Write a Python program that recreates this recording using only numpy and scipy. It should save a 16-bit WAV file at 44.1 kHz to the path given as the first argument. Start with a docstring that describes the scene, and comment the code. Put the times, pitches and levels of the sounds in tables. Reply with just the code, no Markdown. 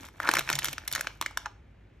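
"""In a small room, close by, a hand settles on a plastic snack bag on a table, presses it flat and lets go.
Creases snap as short bursts of random slips in four bands, over a rustle of tiny grains of coloured noise.
A fingertip scrape is noise around a moving pitch; the last creases pop back one by one.
Soft thuds are band-passed noise, the table top thrums as one low noise resonance,
and noise echoes reflect the bag in the room, over rumble, faint hiss and a low hum."""
import sys
import numpy as np
from scipy import signal
from scipy.fft import rfft, irfft
from scipy.io import wavfile

SR = 44100
rng = np.random.default_rng(int(sys.argv[2]) if len(sys.argv) > 2 else 0)


def file_out(sig):
    """Save sig as 16-bit WAV at sys.argv[1]."""
    # one column per channel
    cols = np.atleast_2d(sig).T
    # limit, then scale
    lim = np.clip(cols, -1, 1)
    pcm = np.round(lim * 32767).astype(np.int16)
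    wavfile.write(sys.argv[1], SR, pcm)


N = 88200   # two seconds

TIME = np.arange(N) / SR
BINS_HZ = np.maximum(np.arange(N + 1) * SR / (2 * N), 1)   # bins of the zero-padded spectrum
LEFT_RIGHT = np.array([[1], [-1]])   # signs that place a side signal in the two channels


def from_db(db):
    """Decibels to gain."""
    return 10 ** (np.asarray(db) / 20)


def rms_one(x):
    """Scale to rms 1, over all channels together."""
    return x / np.sqrt(np.mean(x ** 2) + 1e-20)


def in_time(rows):
    """Draw straight lines between the rows of a time table; one curve per column."""
    s, *columns = np.transpose(rows)
    return [np.interp(TIME, s, column) for column in columns]


def at_bins(points):
    """Read a frequency table at every bin, in straight lines over log frequency."""
    hz, value = np.transpose(points)
    return np.interp(np.log(BINS_HZ), np.log(hz), value)


def filtered(x, response):
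    """Multiply the spectrum by a frequency response."""
    return irfft(rfft(x, 2 * N) * response)[..., :N]


def coloured(x, points):
    """Shape the spectrum of a sound by a table, then scale it to rms 1."""
    return rms_one(filtered(x, from_db(at_bins(points))))


def band(x, low_hz, high_hz):
    """Causal band-pass."""
    sos = signal.butter(2, [low_hz, high_hz], "band", fs=SR, output="sos")
    return signal.sosfilt(sos, x)


def diffuse():
    """Stereo noise, partly alike in the two channels; rms 1."""
    # Stereo width of diffuse sound: hz, side_minus_mid_db
    diffuse_width = [(60, -34.5), (180, -17), (550, -1), (1600, -11), (5000, -5.5), (12000, -29)]
    mid, side = rng.standard_normal((2, N))
    share = from_db(at_bins(diffuse_width))
    total = np.hypot(1, share)
    return rms_one(filtered(mid, 1 / total) + filtered(side, share / total) * LEFT_RIGHT)


def burst(shape, low_hz, high_hz, spike_db, side_db, size=2048):
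    """A quick run of uneven slips ringing in one band; its energy equals 4 ms at rms 1."""
    attack_s, hold_s, decay_s = shape
    t = TIME[:size]
    envelope = np.minimum(t / attack_s, 1) * np.exp(-np.maximum(t - hold_s, 0) / decay_s)
    unevenness = np.minimum(rng.exponential(1, (2, size)), 5)
    slips = rng.choice([-1, 1], (2, size)) * from_db(spike_db * unevenness)
    mid, side = band(slips * envelope, low_hz, high_hz)
    stereo = rms_one(mid) + from_db(side_db) * rms_one(side) * LEFT_RIGHT
    return rms_one(stereo) * np.sqrt(0.004 * SR / size)


def snaps():
    """Each crease cracks, rings its panel of film for a few cycles and knocks on the table."""
    # Creases that snap: start_s, panel_pitch_hz, knock_db, panel_db, crack_db, sizzle_db
    creases = [(0.086, 1550, -61.5, -48, -57, -54), (0.201, 1390, -43, -25.5, -47, -43),
               (0.2305, 1550, -57, -37.5, -46, -50), (0.2681, 1607, -54.5, -34.5, -47.5, -58),
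               (0.2728, 1700, -38.5, -27.5, -36.5, -46), (0.28, 1280, -42, -30, -41, -52),
               (0.2893, 1380, -27.5, -15, -25, -34), (0.3131, 1930, -50, -27.5, -33, -30),
               (0.3367, 1022, -36.5, -23, -25, -27), (0.3501, 1740, -40, -33, -35, -35),
               (0.3531, 1940, -55, -26.5, -31.5, -29.5), (0.3681, 1470, -36, -20.5, -29.5, -34.5),
               (0.3764, 1660, -48.5, -30.5, -37, -42.5), (0.3852, 1620, -34, -29.5, -30, -37),
               (0.3914, 2090, -46, -26, -30, -27), (0.4077, 1555, -56.5, -32, -41.5, -43.5),
               (0.4756, 1790, -56, -34, -54, -59.5), (0.4898, 1710, -51, -24.5, -33, -42),
               (0.5, 1640, -35.5, -23.5, -28.5, -28.5), (0.5134, 1070, -56, -34.5, -40, -47.5),
               (0.528, 1660, -52, -32, -26, -35), (0.5342, 1670, -48, -30.5, -49, -49.5),
               (0.5532, 2060, -56.5, -55, -28, -32.5), (0.5608, 1910, -69, -38, -43.5, -43),
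               (0.5883, 1730, -48.5, -30, -29.5, -27), (0.5913, 1650, -50, -46, -33.5, -36.5),
               (0.6207, 1900, -56, -35.5, -50, -57.5), (0.6301, 1980, -57.5, -39.5, -36.5, -54),
               (0.6442, 1510, -60, -30, -30.5, -25.5), (0.6544, 1940, -52.5, -34, -30, -30),
               (0.661, 2010, -50, -37, -40, -39), (0.6836, 1670, -45, -33, -32.5, -51),
               (0.7289, 2060, -50, -41, -37, -35), (0.733, 2240, -49, -37.5, -49, -49),
               (0.7804, 1630, -52, -32, -37, -49.5), (0.8365, 1400, -55, -48.5, -70, -76),
               (0.8765, 1920, -64, -37, -36, -29), (0.879, 1960, -67, -39.5, -34, -34),
               (0.9139, 1950, -64, -40, -40, -39), (0.9254, 1960, -52, -60, -34, -27.5),
               (0.9337, 1910, -72, -40.5, -31.5, -45), (0.9501, 1750, -54, -29.5, -27.5, -30.5),
               (0.9588, 1800, -63, -28, -32.5, -39.5), (0.9782, 1620, -56, -34.5, -47, -64),
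               (0.9936, 1590, -44, -40, -41.5, -48), (1.0089, 1560, -51.5, -27.5, -33.5, -29.5),
               (1.045, 1396, -60, -42, -61, -56), (1.0699, 1640, -42, -27, -33.5, -54),
               (1.2122, 1380, -43.5, -28.5, -30, -30.5), (1.2237, 1480, -51, -31, -41, -42),
               (1.2607, 1750, -46, -25.5, -34, -40), (1.309, 1200, -61.5, -46, -58, -56),
               (1.3728, 1247, -57.5, -25.5, -30.5, -32), (1.4579, 1393, -61.5, -29.5, -42, -58),
               (1.4646, 972, -55, -34.5, -57.5, -63)]
    # Envelopes of the parts of a snap: attack_s, hold_s, decay_s
    panel_shape = (0.00017, 0.00079, 0.0017)
    knock_shape = (0.0011, 0.0023, 0.0026)
    crack_shape = (0.00093, .0016, 0.0019)
    panel_spread = 1.357   # the band runs from the pitch divided by this to the pitch times this
    panel_grit = dict(spike_db=3.0, side_db=-20.5)   # unevenness of the slips, side minus mid
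    crack_grit = dict(spike_db=0, side_db=-18.5)
    out = np.zeros((2, N))
    for start_s, hz, knock_db, panel_db, crack_db, sizzle_db in creases:
        panel = burst(panel_shape, hz / panel_spread, hz * panel_spread, **panel_grit)
        knock = burst(knock_shape, 290, 700, **panel_grit)
        crack = burst(crack_shape, 2800, 7300, **crack_grit)
        sizzle = burst(crack_shape, 8300, 12900, **crack_grit)
        snap = from_db(panel_db) * panel + from_db(knock_db) * knock
        snap = snap + from_db(crack_db) * crack + from_db(sizzle_db) * sizzle
        start = int(start_s * SR)
        out[:, start:start + snap.shape[1]] += snap
    return out


def grains(per_s, colour):
    """Tiny random slips of the film, each a short dying puff of noise; rms 1."""
    spread_db, decay_s = 3.5, 0.0013
    strength = from_db(spread_db * np.minimum(rng.exponential(1, N), 4))
    born = (rng.random(N) < per_s / SR) * strength
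    # overlapping puffs add in power
    power = signal.lfilter([1], [1, -np.exp(-2 / (decay_s * SR))], born ** 2 + 1e-18)
    return coloured(np.sqrt(power) * diffuse(), colour)


def rustle():
    """Fingers rub over the film, and fine wrinkles crackle: two streams of grains."""
    # Movement of the hand: time_s, rub_db, crackle_db
    rustle_levels = [(0, -52.5, -54.5), (.06, -46, -52.5), (.11, -74, -71.5), (.185, -56.5, -67),
                     (.225, -45, -50.5), (.28, -42.5, -49.5), (.39, -40.5, -48), (.43, -55, -60),
                     (.47, -49, -53.5), (.51, -44.5, -38.5), (.60, -50.5, -57), (.67, -46.5, -40.5),
                     (.76, -57, -63), (.85, -58.5, -66), (.97, -45, -49.5), (1.08, -52.5, -59.5),
                     (1.18, -67.5, -71.5), (1.46, -56.5, -80.5), (1.54, -81, -90.5)]
    # Spectra of the two streams: hz, relative_db
    rub_colour = [(150, -10.5), (350, -7.5), (700, -5.5), (1500, -4), (2300, -6.5), (4000, -18),
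                  (8000, -41.5)]
    crackle_colour = [(800, -33.5), (2000, -9), (3300, 2), (6000, 1), (9000, 0), (12500, 2), (15000, -21.5)]
    rub_db, crackle_db = in_time(rustle_levels)
    rub = from_db(rub_db) * grains(600, rub_colour)
    crackle = from_db(crackle_db) * grains(700, crackle_colour)
    return rub + crackle


def scrape():
    """Friction rings a patch of film whose pitch shifts under the fingertip."""
    # Fingertip scraping as the hand lands: time_s, pitch_hz, level_db
    scrape_path = [(0.216, 1767, -71.5), (.229, 1691, -37.5), (.255, 1298, -33.5), (0.284, 1510, -43),
                   (.30, 1600, -91)]
    width_hz = 650   # between the points where the gain is half
    pitch_hz, level_db = in_time(scrape_path)
    slips = filtered(rng.standard_normal((2, N)), 1 / (1 + (BINS_HZ * 2 / width_hz) ** 2))
    # shift the low noise up to the moving pitch
    turn = 2 * np.pi * np.cumsum(pitch_hz) / SR
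    ringing = slips[0] * np.cos(turn) + slips[1] * np.sin(turn)
    sounding = (TIME > scrape_path[0][0]) * (TIME < scrape_path[-1][0])
    return from_db(level_db) * sounding * rms_one(ringing)


def bag_body(x):
    """The fixed resonances and dips of the bag lying on the table, one after another."""
    # Peaks, and dips where the level is negative: hz, level_db, width_hz
    body_modes = [(822, 6, 97), (1444, 2.5, 89), (1945, -8.5, 83), (2272, 2.5, 74), (3560, 2, 400),
                  (4790, -6, 540), (5500, 4, 240), (12530, 2, 1300)]
    for hz, level_db, width_hz in body_modes:
        b, a = signal.iirpeak(hz, hz / width_hz, fs=SR)
        x = x + (from_db(level_db) - 1) * signal.lfilter(b, a, x)
    return x


def thuds():
    """Dull, soft bumps of handling: low noise that swells fast and dies smoothly."""
    # Bumps of the hand: start_s, level_db
    bumps = [(0.0, -49), (0.357, -42.5)]
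    length_s = 0.028
    envelope = 0
    for start_s, level_db in bumps:
        age = np.maximum(TIME - start_s, 0) / length_s
        envelope = envelope + from_db(level_db) * np.tanh(10 * age) * np.exp(-age ** 2)
    return envelope * rms_one(band(diffuse(), 160, 316))


def table():
    """The dragging hand excites one low resonance of the table top."""
    # Thrum under the hand: time_s, level_db
    thrum_levels = [(.25, -74), (.39, -50.5), (.48, -55.5), (.55, -41.5), (.62, -58.5), (.70, -50.5),
                    (.80, -70.5), (1.0, -56.5), (1.5, -80)]
    thrum_hz, width_hz = 139.3, 14   # width between the points where the gain is half
    level_db, = in_time(thrum_levels)
    resonance = 1 / (1 + ((BINS_HZ - thrum_hz) * 2 / width_hz) ** 2)
    ringing = signal.hilbert(filtered(rng.standard_normal(N), resonance))
    steadied = ringing.real / np.sqrt(abs(ringing))   # halves the level swings in decibels
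    return from_db(level_db) * rms_one(steadied)


def room(x):
    """Quick reflections from nearby things and the tail of the room, as dying noise echoes."""
    # Spectrum of the reflected sound: hz, gain_db
    room_colour = [(120, -0.5), (400, 4.5), (1400, -6), (3000, 4), (7000, -1.5), (13000, -7),
                   (15000, -16.5)]
    gap_s = 0.0023   # silence before the first reflection
    response = 0
    for level_db, t60_s in ((-11.5, 0.026), (-12, 0.33)):   # early reflections, tail
        echoes = diffuse() * from_db(-60 * TIME / t60_s) * (TIME > gap_s)
        response = response + from_db(level_db) * rms_one(echoes) / np.sqrt(N)
    mono = x.mean(axis=0)
    return filtered(mono, rfft(response, 2 * N) * from_db(at_bins(room_colour)))


def background():
    """Low rumble and faint hiss as coloured noise, and a hum of steady sines."""
    # Spectrum of rumble and hiss: hz, relative_db
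    floor_colour = [(25, -42.5), (48, -7.5), (75, -4.5), (170, -16.5), (320, -20.5), (1000, -33),
                    (2400, -34.5), (5000, -52), (16000, -65.5)]
    # Sines of the hum: hz, rms_level_db
    hum_tones = [(49, -59), (99.5, -63)]
    hum = 0
    for hz, level_db in hum_tones:
        tone = np.sqrt(2) * np.sin(2 * np.pi * (hz * TIME + rng.random()))
        hum = hum + from_db(level_db) * tone
    return hum + from_db(-55.5) * coloured(diffuse(), floor_colour)


def scene():
    """The bag and its reflections, the handling, the table and the room background."""
    bag = bag_body(snaps() + rustle() + scrape())
    return bag + room(bag) + thuds() + table() + background()


def record(dry):
    """The two microphone ports differ in phase in the treble; the top is cut."""
    # Phase between the ports: hz, left_lead_radians
    port_phase = [(1600, -0.25), (4300, 1.1), (6000, 0.79), (8000, 1.88), (9300, 2.84), (10800, 3.45),
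                  (12000, 4.36), (14000, 3.8)]
    hz, radians = np.transpose(port_phase)
    lead = np.interp(BINS_HZ, np.r_[0, hz], np.r_[0, radians])
    ports = filtered(dry, np.exp(0.5j * lead * LEFT_RIGHT))
    # steep low-pass: 70 dB down from 17200 Hz upward
    sos = signal.cheby2(12, 70, 17200, fs=SR, output="sos")
    return signal.sosfilt(sos, ports)


dry = scene()
out = record(dry)
file_out(out)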